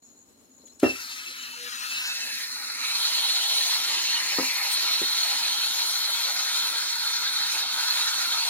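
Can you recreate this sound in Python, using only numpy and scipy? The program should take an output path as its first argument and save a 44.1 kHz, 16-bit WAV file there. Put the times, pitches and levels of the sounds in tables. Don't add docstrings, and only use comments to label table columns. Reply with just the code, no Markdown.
import sys
import numpy as np
from scipy import signal
from scipy.fft import rfft, irfft, next_fast_len
from scipy.io import wavfile
from scipy.ndimage import uniform_filter1d, map_coordinates

SR = 44100
rng = np.random.default_rng(int(sys.argv[2]) if len(sys.argv) > 2 else 0)


def waveform_to_disk(signal):
    frames = np.transpose(np.atleast_2d(signal))
    scaled = np.clip(frames, -1, 1) * 32767
    samples = np.round(scaled).astype(np.int16)
    wavfile.write(sys.argv[1], SR, samples)


def volts_from_db(level):
    exponent = np.asarray(level, float) / 20
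    return 10 ** exponent


N = 374409
T = np.arange(N) / SR


def level(x, db):
    return x * volts_from_db(db) / np.sqrt(np.mean(x ** 2))


def left_right(left_db, right_db):
    return volts_from_db(np.array([[left_db], [right_db]]))


def bell(at, middle, half):
    return np.exp(-((at - middle) / half) ** 2)


def curve(table, at):
    s, *columns = np.transpose(table)
    return [np.interp(at, s, column) for column in columns]


def on_log(table, hz):
    f, db = np.transpose(table)
    return np.interp(np.log(hz + 1), np.log(f), db)


def colour(x, table):
    size = next_fast_len(N)
    gain = volts_from_db(on_log(table, np.fft.rfftfreq(size, 1 / SR)))
    return irfft(rfft(x, size) * gain, size)[..., :N]


def resonate(x, peaks):
    return sum(volts_from_db(db) * np.sqrt(100 / w) * signal.lfilter(*signal.iirpeak(f, f / w, SR), x) for f, w, db in peaks)


def walk(rows, steps, hold, neighbours=1):
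    x = uniform_filter1d(rng.standard_normal((rows, steps)), max(int(neighbours), 1), axis=0)
    for _ in range(2):
        x = uniform_filter1d(x, max(int(hold), 1))
    return x / x.std()


def ring(start, modes, share, push_s):
    out, near = np.zeros(N), slice(int(start * SR) - 2000, int(start * SR) + SR // 2)
    age = T[near] - start
    rise = np.exp(-(np.minimum(age, 0) / push_s) ** 2)
    tones = 0
    for f, db, t60 in modes:
        fade = volts_from_db(db - 60 * np.maximum(age, 0) / (t60 * share))
        tones = tones + fade * np.cos(2 * np.pi * f * age)
    out[near] = rise * tones
    return out / np.sum(volts_from_db(np.array(modes)[:, 1]))


def room(x, t60, db):
    age = np.arange(SR // 2) / SR
    tail = rng.standard_normal((2, len(age))) * volts_from_db(-60 * age / t60) * (age > .006)
    tail = tail / np.sqrt(np.sum(tail ** 2) / 2)
    return volts_from_db(db) * signal.fftconvolve(x[None], tail, axes=1)[:, :N]


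def small(x):
    return signal.sosfiltfilt(signal.butter(2, 165, "high", fs=SR, output="sos"), x)


# f/Hz, level/dB [dB per Hz]
AIR_COLOUR = [(15, -37), (25, -15), (64, -8), (175, -16), (240, -4), (400, -9.5), (1000, -18.5),
              (2000, -26), (3200, -26), (6000, -27.5), (9000, -26), (12000, -24.5), (16000, -32.5)]


def shop():
    mid, side = colour(rng.standard_normal((2, N)), AIR_COLOUR)
    side = colour(side, [(30, 2), (80, -6), (250, -5), (700, 1.5)])
    air = level(np.array([mid + side, mid - side]) * volts_from_db(1.4 * walk(1, N, 2000)), -60.5)
    hum = level(resonate(rng.standard_normal(N), [(251.4, 25, 0)]), -65.5)
    return air * left_right(1.1, -1.1) + hum


# f/Hz, width [Hz], level/dB
LEAK_TONES = [(4130, 150, -4), (5450, 150, -10), (6780, 130, 3), (7950, 200, -6)]
# t/s, level/dB
LEAK_LEVEL = [
    (0.03, -59.5),
    (0.2, -60.5),
    (0.55, -62.5),
    (0.66, -56),
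    (0.79, -58.5),
    (0.8, -46),
]


def leak():
    fits = walk(len(LEAK_TONES), N // 100 + 1, 14).repeat(100, axis=1)[:, :N]
    hiss = 0
    for fit, (f, width_hz, db) in zip(fits, LEAK_TONES):
        broad = resonate(rng.standard_normal((2, N)), [(f, 3 * width_hz, 0)])
        hiss = hiss + volts_from_db(3.8 * fit) * resonate(broad, [(f, width_hz, db)])
    return level(hiss, 0) * volts_from_db(curve(LEAK_LEVEL, T)[0]) * left_right(2.5, -1.5) * (T < .805)


# f/Hz, level/dB, time to fade by 60 dB [s]
BENCH_TONES = [(258, 0, 0.2), (141, -4, 0.13), (309, -2, .09), (416, -8, .09), (512, 0, 0.13),
               (630, -5.5, .06), (955, -3, 0.044), (1290, -3, .03)]
# t/s, level/dB, ring length [share], main tone's extra level/dB, softness [dB per octave]
BENCH_KNOCKS = [
    (4.3878, -12, 0.98, 5, -1.5),
    (4.398, -14, 0.3, -1, 3),
    (4.421, -26.5, 1, 14, 5),
    (0.64, -43, .8, -8, 9),
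    (0.6, -47, .4, .5, 6),
    (4.3853, -21, .3, -2, -4),
    (4.43, -28, .6, 8, 0),
]
# f/Hz, level/dB, time to fade by 60 dB [s]
SPOOL_TONES = [(350, 1, 0.063), (415, -1, 0.073), (262, -6, 0.11), (556, -9, .04), (169, -17, .06)]
# t/s, level/dB, ring length [share]
PALM_TAPS = [
    (5.0178, -24.5, 1.3),
    (5.0232, -35, .6),
]


def knocks():
    (deep_hz, deep_db, deep_t60), *upper = BENCH_TONES

    def struck(extra_db, dull_db):
        softened = [(f, db - dull_db * abs(np.log2(f / 380)), t60) for f, db, t60 in upper]
        return [(deep_hz, deep_db + extra_db, deep_t60)] + softened

    bench = small(sum(volts_from_db(db) * ring(s, struck(*touch), share, .0013) for s, db, share, *touch in BENCH_KNOCKS))
    spool = sum(volts_from_db(db) * ring(s, SPOOL_TONES, share, 0.0022) for s, db, share in PALM_TAPS)
    both = bench + spool
    return both * left_right(.7, -.7) + room(both, .2, -14)


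SCRAPE_TIMES = [.676, .678, .7995, .803, .833, 1.425, 4.735, 4.733, 4.735, 4.72]
# peak level/dB, f/Hz, width [Hz], length [s], left minus right level/dB
METAL_SCRAPES = [
    (-53, 3420, 60, 0.0065, 6),
    (-55.5, 6500, 6000, 0.013, 13),
    (-41, 8200, 760, 0.0036, 15),
    (-40.5, 4300, 3000, 0.005, 0),
    (-33, 9300, 9000, .003, 6),
    (-39, 6500, 5600, .006, 3),
    (-27, 8800, 200, 0.012, 15),
    (-43, 11000, 630, 0.0069, 2),
    (-39, 15000, 900, .012, -2),
    (-30, 12000, 8800, .02, 10),
]


def scrapes():
    out, rub = np.zeros((2, N)), rng.standard_normal(N)
    for s, (db, hz, width_hz, length, pan_db) in zip(SCRAPE_TIMES, METAL_SCRAPES):
        near = slice(int(s * SR) - SR // 10, int(s * SR) + SR // 10)
        burst = level(resonate(rub[near], [(hz, width_hz, 0)]), db - 6.5) * bell(T[near], s, length)
        out[:, near] += burst * left_right(pan_db / 2, -pan_db / 2)
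    return out


# t/s, lead of the left port [ms]
LEFT_LEAD = [
    (.8, 0.25),
    (1.3, 0.24),
    (1.8, 0.35),
    (2.15, 0.097),
    (4.4, 0.077),
    (4.8, 0.076),
    (8.49, 0.083),
]


def ports(x):
    lag = curve(LEFT_LEAD, T)[0] * SR / 1000
    return np.array([map_coordinates(x, [np.arange(N) + side * lag / 2], order=3, mode="nearest") for side in (1, -1)])


# delay [ms], gain [ratio]
BENCH_ECHOES = [(1.0, 0.14), (1.75, 0.0056), (2.05, -0.053), (4.2, -0.0083), (4.5, -0.15), (8.75, 0.23)]


def tube(x):
    size = next_fast_len(N)
    hz = np.fft.rfftfreq(size, 1 / SR)
    dull = 1 / (1 + (hz / 5800) ** 4)
    inside = 1 / (1.5 - 0.2632 * dull * np.exp(-2j * np.pi * hz / 1370))
    outside = 1 + dull * sum(g * np.exp(-2j * np.pi * hz * ms / 1000) for ms, g in BENCH_ECHOES)
    return irfft(rfft(x, size) * inside * outside, size)[:, :N]


# t/s, loudness level/dB as the torch nears, raggedness level/dB
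FLAME_COURSE = [(.8, -54, -5), (.845, -48.5, 7), (.9, -39.5, -3), (.96, -43.5, 6), (1.07, -42.5, 0),
                (1.62, -45.5, 3.5), (1.94, -37.5, 2.5), (2.15, -36, -1), (2.47, -39, -4.5), (2.76, -36, -3),
                (3.03, -32, -5), (3.8, -32.5, -2), (4.35, -32, 1.5), (4.65, -32, 1.5), (4.95, -31.5, -3.5),
                (5.85, -32, -5.5), (7.0, -34, -3), (8.49, -31.5, -4)]
NEAR_DB = -32
# level/dB when near, dB per dB of loudness, dB per dB of raggedness
BAND_LEVELS = [
    (-36.5, 0.91, 0.89),
    (-50, 2, 0.2),
    (-31.5, 1.04, 0.11),
    (-42, 0.93, 0.1),
]
# t/s, half length [s], level/dB
WRIST_TURNS = [(7.57, 0.045, 2), (1.3, .25, -0.5), (2.142, .04, -4.5), (2.386, .07, 3.5), (2.72, 0.073, -5),
               (3.053, 0.1, 0.5), (3.647, 0.13, 3), (4.298, 0.41, -2), (5.552, .12, -2), (6.054, 0.099, 0),
               (6.58, 0.072, 3.5), (7.33, 0.14, -2.5), (7.668, 0.043, -7), (7.97, 0.095, 2.5)]
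AIM_SHARES = [0.48, 0.12, 0.32, 0.86]
# t/s, half length [s], left minus right level/dB
BODY_SWAYS = [
    (.25, .4, 1),
    (1.0, 0.21, 0.5),
    (3.1, .3, -0.5),
    (4.3, .25, 0.5),
    (5.2, .3, 0),
    (6.2, .25, 0.6),
    (6.7, .25, -.4),
    (8.2, 0.27, -1),
]


def torch(at):
    loud_db, ragged_db = curve(FLAME_COURSE, at)
    flare = bell(at, 0.834, np.where(at < 0.834, .014, 0.053))
    flare_db = [7.7, 33, .1, 3.5]
    aim_db = sum(db * bell(at, s, half) for s, half, db in WRIST_TURNS)
    bands = []
    for (near, slope, share), extra, beam in zip(BAND_LEVELS, flare_db, AIM_SHARES):
        bands.append(near + slope * (loud_db - NEAR_DB) + share * ragged_db + extra * flare + beam * aim_db)
    pan_db = 16.5 * (curve(LEFT_LEAD, at)[0] - 0.096)
    return bands, pan_db + sum(db * bell(at, s, half) for s, half, db in BODY_SWAYS)


# t/s, half length [s], f/Hz, half
# width [Hz], level/dB
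ARM_SHADES = [(1.24, 1, 3930, 630, -2.5), (1.5, 0.16, 2940, 130, 10.5), (2.66, 0.19, 3220, 300, -12),
              (2.57, .18, 7000, 1500, -2.5), (2.77, .12, 14000, 2000, -3), (2.29, 0.14, 1130, 280, -7),
              (2.8, 0.35, 1350, 100, 14), (2.86, 0.13, 2370, 290, 7.5), (3.39, 0.34, 3230, 460, 7),
              (3.8, 1.14, 1455, 154, -15), (4.11, 0.24, 2960, 140, 8), (4.56, 0.18, 2400, 320, 5),
              (4.3, 0.045, 2400, 82, 9), (1.07, .07, 4800, 530, 3.5), (0.935, .08, 4000, 640, -6),
              (1.43, 0.34, 1290, 100, 12), (4.46, 0.27, 3680, 700, -9), (4.1, 0.17, 6500, 1200, 3),
              (5.42, 0.15, 1340, 280, -3), (4.62, 0.23, 11600, 350, 8.5), (5.53, 0.2, 3160, 200, 6),
              (7.7, 0.66, 1470, 210, 7), (6.85, 0.65, 2860, 160, -9), (7.4, 0.37, 3650, 150, 6),
              (5.1, 0.38, 4000, 440, 2), (5.5, 0.7, 5200, 450, -2), (7.8, .15, 4600, 500, 0.5),
              (6.05, .15, 5100, 300, -3), (1.43, .09, 3030, 60, 4), (2, .08, 2950, 150, 10),
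              (2.12, 0.05, 3700, 110, 12), (3.46, 0.34, 680, 80, 5), (6.4, 0.17, 660, 110, 6.5),
              (6.3, 0.069, 500, 130, 4.5), (2.27, 0.093, 490, 150, 11), (3.96, 0.18, 330, 60, 8),
              (5.1, .15, 1400, 240, -0.5), (2.1, 0.14, 1450, 150, 3.5), (7.2, 2.6, 1750, 85, -4.5),
              (5.98, .11, 2700, 130, -8)]
# t/s, half length [s], f/Hz, half width [Hz], level/dB
HAND_GLIMPSES = [(2.86, .06, 4030, 100, 8), (2.5, .05, 4170, 100, 6), (2.6, .17, 3550, 200, -5),
                 (2.2, .12, 3200, 350, 0), (.9, .05, 550, 200, 3), (4.4, 0.084, 3900, 500, 2),
                 (3.54, 0.33, 4000, 90, 6), (7.8, .15, 4400, 400, 1), (2.62, .14, 3000, 250, -6),
                 (3.0, 0.11, 4200, 400, 1), (5.4, .12, 3700, 300, -0.5), (3.7, 0.17, 3200, 400, -1.5),
                 (4.75, .1, 2300, 400, -0.5), (6.0, .1, 1050, 100, 2), (6.8, .12, 500, 120, 7.5),
                 (5.3, 0.11, 670, 120, 6), (7.9, 0.078, 680, 110, 3.5), (1.4, .4, 270, 90, -6),
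                 (5.98, .11, 2700, 130, -10), (1.04, .06, 3300, 200, -8), (2.28, .07, 3300, 120, -8),
                 (2.46, .05, 2800, 120, -6), (1.74, .25, 2140, 120, -7), (3.75, .06, 11600, 900, -1),
                 (5.9, .04, 9500, 1200, 5), (3.1, .12, 11550, 200, 3)]
# t/s, f/Hz, climb [Hz per s], level/dB
CLIMBS = [
    (2.164, 1630, 760, 8.5),
    (3.2, 9460, 150, 5),
    (6, 11700, 760, 6.5),
    (5.75, 10400, 1500, 3.5),
    (8.1, 2930, 100, -8),
    (6.6, 1440, 30, 6.5),
]


def shades(hz, s):
    mid, half, f, width_hz, db = np.transpose(ARM_SHADES[:-1] + HAND_GLIMPSES)[:, :, None]
    total = (db * np.exp(-((hz - f) / width_hz) ** 2)).T @ np.exp(-((s - mid) / half) ** 4)
    for mid, f, glide, db in CLIMBS:
        off_hz = hz[:, None] - f - glide * (s - mid)
        total = total + db * np.exp(-((s - mid) / 0.48) ** 4 - (off_hz / (60 + 0.022 * f)) ** 2)
    return total


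# low f/Hz, high f/Hz
BAND_EDGES = [(1100, 3000), (450, 1000), (3300, 6500), (7500, 15000)]
# f/Hz, level/dB [dB per Hz]
BURN_COLOUR = [(90, -70), (150, -28), (210, -36.5), (280, -24), (570, -16.5), (940, -8), (1120, -14.5),
               (1360, -7), (1790, -7), (2400, -6.5), (2870, -12.5), (3300, -8.5), (4000, -5), (4400, -4),
               (4580, -9), (4900, -9.5), (5200, -10), (5900, -9.5), (6300, -9), (7250, -10.5),
               (7850, -18.5), (8600, -14), (9300, -12), (9800, -14), (11500, -14.5), (12500, -18.5),
               (14300, -21.5), (15600, -21.5)]
# f/Hz, left minus right level/dB
PORT_BALANCE = [(60, -3), (110, 9), (200, 2), (380, 0.5), (700, 2), (1290, 2), (2380, 0), (4400, -1.5),
                (8120, 3.5), (15000, 12.5)]
# f/Hz, scattered minus direct level/dB
SCATTER_COLOUR = [(200, -9), (500, -3.5), (1000, .5), (2000, -3.5), (4000, -7.5), (8000, -1), (14000, 1)]


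def flame():
    grain = volts_from_db(0.71 * walk(1, N, 7.7)[0])
    burn = grain * rng.standard_normal(N)
    clutter = room(burn, .07, -6) + volts_from_db(-1) * rng.standard_normal((2, N))
    jet = tube(ports(burn) + colour(clutter, SCATTER_COLOUR))
    hz, s, z = signal.stft(colour(jet, BURN_COLOUR), SR, nperseg=256)
    band_db, pan_db = torch(s)
    power = np.mean(np.abs(z.mean(axis=0)) ** 2, axis=1) * 4 / 3
    now_db = [10 * np.log10(power[(hz > lo) & (hz < hi)].sum()) for lo, hi in BAND_EDGES]
    centre = np.log(np.sqrt(np.prod(BAND_EDGES, axis=1)))
    rank = np.argsort(centre)
    shares = np.array([np.interp(np.log(hz + 1), centre[rank], rank == k) for k in range(len(rank))])
    db = shares.T @ (np.array(band_db) - np.array(now_db)[:, None])
    db = db + shades(hz, s) + 0.45 * walk(1, len(s), 24)
    db = db + 1.39 * walk(len(hz), len(s), 17.3, 3) + 0.97 * walk(len(hz), len(s), 6, 25)
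    side_db = (pan_db + on_log(PORT_BALANCE, hz)[:, None]) / 2
    db = db + np.array([1, -1])[:, None, None] * side_db
    hz, s, z = signal.stft(signal.istft(z * volts_from_db(db), SR, nperseg=256)[1], nperseg=1024)
    eddies_db = 2.26 * walk(len(hz), len(s), 3, 2)
    return signal.istft(z * volts_from_db(eddies_db - .5), nperseg=1024)[1][:, :N]


CAVITY_HZ = [4326, 4062, 3885, 3670, 3400, 3170, 5470, 940, 1390]
# width [Hz], level/dB
CAVITIES = [(55, 0), (79.6, -6.5), (60, -10), (55, -7.5), (50, -12), (55, -10.5), (70, -19), (85.7, -18),
            (150, -18)]
# t/s, pitch shift [share]
CAVITY_WARMING = [
    (2.8, -.075),
    (3.05, -.015),
    (3.3, -.002),
    (4.6, 0),
    (4.75, -.007),
    (5.3, -.007),
    (6.8, .001),
    (8.49, .003),
]


def fitting():
    breath_db = -39.5 + (curve(FLAME_COURSE, T)[0] - NEAR_DB) + 1.6 * walk(1, N, 3000)
    breath = rng.standard_normal((3, N)) * volts_from_db(breath_db)
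    heard = ports(breath[0]) + volts_from_db(-5) * breath[1:]
    out = 0
    for hz, (width_hz, db) in zip(CAVITY_HZ, CAVITIES):
        steep = signal.iirpeak(hz, hz / (1.5 * width_hz), SR)
        tone = signal.lfilter(*steep, signal.lfilter(*steep, heard))
        if hz == CAVITY_HZ[0]:
            place = np.arange(N) + np.cumsum(curve(CAVITY_WARMING, T)[0] * (T > 2.7))
            tone = np.array([map_coordinates(port, [place], order=1, mode="mirror") for port in tone])
        else:
            db = db - 7 * uniform_filter1d(1. * (T > 4.2) * (T < 4.69), size=700)
        out = out + volts_from_db(db + 1.6 * walk(1, N, 1200)) * tone
    away_db = np.interp(T, [2.35, 2.45, 2.76, 2.98], [-11, -13, -13, 0])
    return out * volts_from_db(31 + away_db)


# f/Hz, level/dB, time to fade by 60 dB [s]
POP_TONES = [(259, 1, 0.23), (319, 1.5, 0.22), (387, -4, 0.23), (436, -13, 0.18), (558, -7.5, 0.21),
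             (610, -14, 0.25), (694, -10.5, .17), (800, -15, 0.22), (970, -31, 0.061), (1360, -9, 0.07),
             (1250, -28, 0.17), (2430, -21, .1)]
# t/s, level/dB, ring length [share]
POP_BOUNCES = [
    (0.841, -13, .12),
    (.8522, -15, .12),
    (.8465, -20, .12),
    (.8675, -20, .12),
    (.881, -21, .12),
]
# t/s, f/Hz, level/dB, time to fade by 60 dB [s]
TOOL_PINGS = [
    (.844, 1820, -29, .06),
    (.866, 1790, -37, .08),
    (.862, 1280, -35, .08),
    (.96, 1360, -42, .1),
    (.988, 1370, -42, .1),
    (4.432, 950, -32.5, .08),
]


def pop():
    start, db = .8338, -3.5
    kick = volts_from_db(db) * ring(start, POP_TONES, .15, .002)
    body = volts_from_db(db - 4.5) * ring(start, POP_TONES, 0.99, 0.0033)
    whoosh = resonate(rng.standard_normal(N), [(372, 170, 10.0), (1490, 2000, -28)])
    whoosh *= volts_from_db(-12 - 3000 * np.maximum(start - T, 0) - 400 * np.maximum(T - start, 0)) * (T > .8)
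    thump = volts_from_db(-30) * ring(start, [(62, -6, .4), (92.5, 0, 0.27), (125, -6, .3)], 0.9, .004)
    cupboard = volts_from_db(-29) * ring(start, [(140, -14, .2), (202, 0, 0.17)], 1, .003)
    echoes = sum(volts_from_db(db) * ring(s, POP_TONES, share, 0.0011) for s, db, share in POP_BOUNCES)
    pings = sum(volts_from_db(db) * ring(s, [(hz, 0, t60)], 0.68, .003) for s, hz, db, t60 in TOOL_PINGS)
    direct = small(kick + body + echoes + pings) + whoosh
    return direct * left_right(.9, -.9) + thump + cupboard * left_right(4, -5) + room(small(kick), .22, -2.5)


# t/s, half length [s], f/Hz, level/dB
SONG_BURSTS = [(0.844, 0.0077, 2715, -34), (0.865, 0.013, 2715, -25), (0.905, 0.016, 2652, -27),
               (0.943, .01, 2650, -39), (0.961, .006, 2640, -35), (1.008, .02, 2675, -43),
               (1.12, .02, 2620, -46), (1.2, .03, 2630, -45), (1.274, 0.017, 2613, -37),
               (1.414, 0.073, 2625, -47), (1.53, 0.064, 2615, -46), (1.79, .05, 2653, -44.5),
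               (1.927, 0.05, 2640, -34.5), (2.0, .05, 2650, -35), (2.103, 0.04, 2600, -36),
               (2.17, .02, 2610, -41), (2.233, 0.02, 2615, -35), (2.306, 0.032, 2610, -39.5),
               (2.372, .02, 2530, -42)]


def singing():
    s, half, pitch, db = np.transpose(SONG_BURSTS)
    waver_hz = np.where(T < 1, 14, 40) * walk(1, N, 200)[0]
    phase = 2 * np.pi * np.cumsum(np.interp(T, s, pitch) + waver_hz) / SR
    near = T[:3 * SR]
    swell = np.pad(volts_from_db(db) @ bell(near, s[:, None], half[:, None]), (0, N - len(near)))
    tone = np.sin(phase) + volts_from_db(-14.5) * np.sin(2 * phase)
    return ports(swell * volts_from_db(3.5 + 1.7 * walk(1, N, 463)[0]) * tone)


# start t/s, end t/s, f/Hz, level/dB
VALVE_CREAKS = [
    (1.546, 1.695, 487, -53.5),
    (1.525, 1.555, 930, -52.5),
    (1.255, 1.31, 355, -59),
    (1.29, 1.335, 515, -61),
]


def creaks():
    out = np.zeros(N)
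    for start, end, hz, db in VALVE_CREAKS:
        swell = np.clip((T - start) / (.5 * (end - start)), 0, 1)
        stop = np.clip((end - T) / 0.016, 0, 1)
        out += volts_from_db(db + 4.0) * swell * stop * np.sin(2 * np.pi * hz * T)
    return out


def scene():
    lit = np.clip((T - .797) / 0.0075, 0, 1)
    before = shop() + leak() + knocks() + scrapes()
    return before + lit * (flame() + fitting()) + pop() + singing() + creaks()


def low_pass(x):
    return signal.sosfilt(signal.butter(12, 15880, fs=SR, output="sos"), x)


def record(dry):
    ceiling, top_hz = .78, 15850
    rounded = ceiling * np.tanh(dry / ceiling)
    mix = colour(rounded, [(40, -13), (80, 0), (top_hz, 0), (top_hz + 30, -40), (top_hz + 400, -70)])
    mix = mix * np.clip((T - .017) / 0.0088, .15, 1)
    return low_pass(mix)


dry = scene()
out = record(dry)
waveform_to_disk(out)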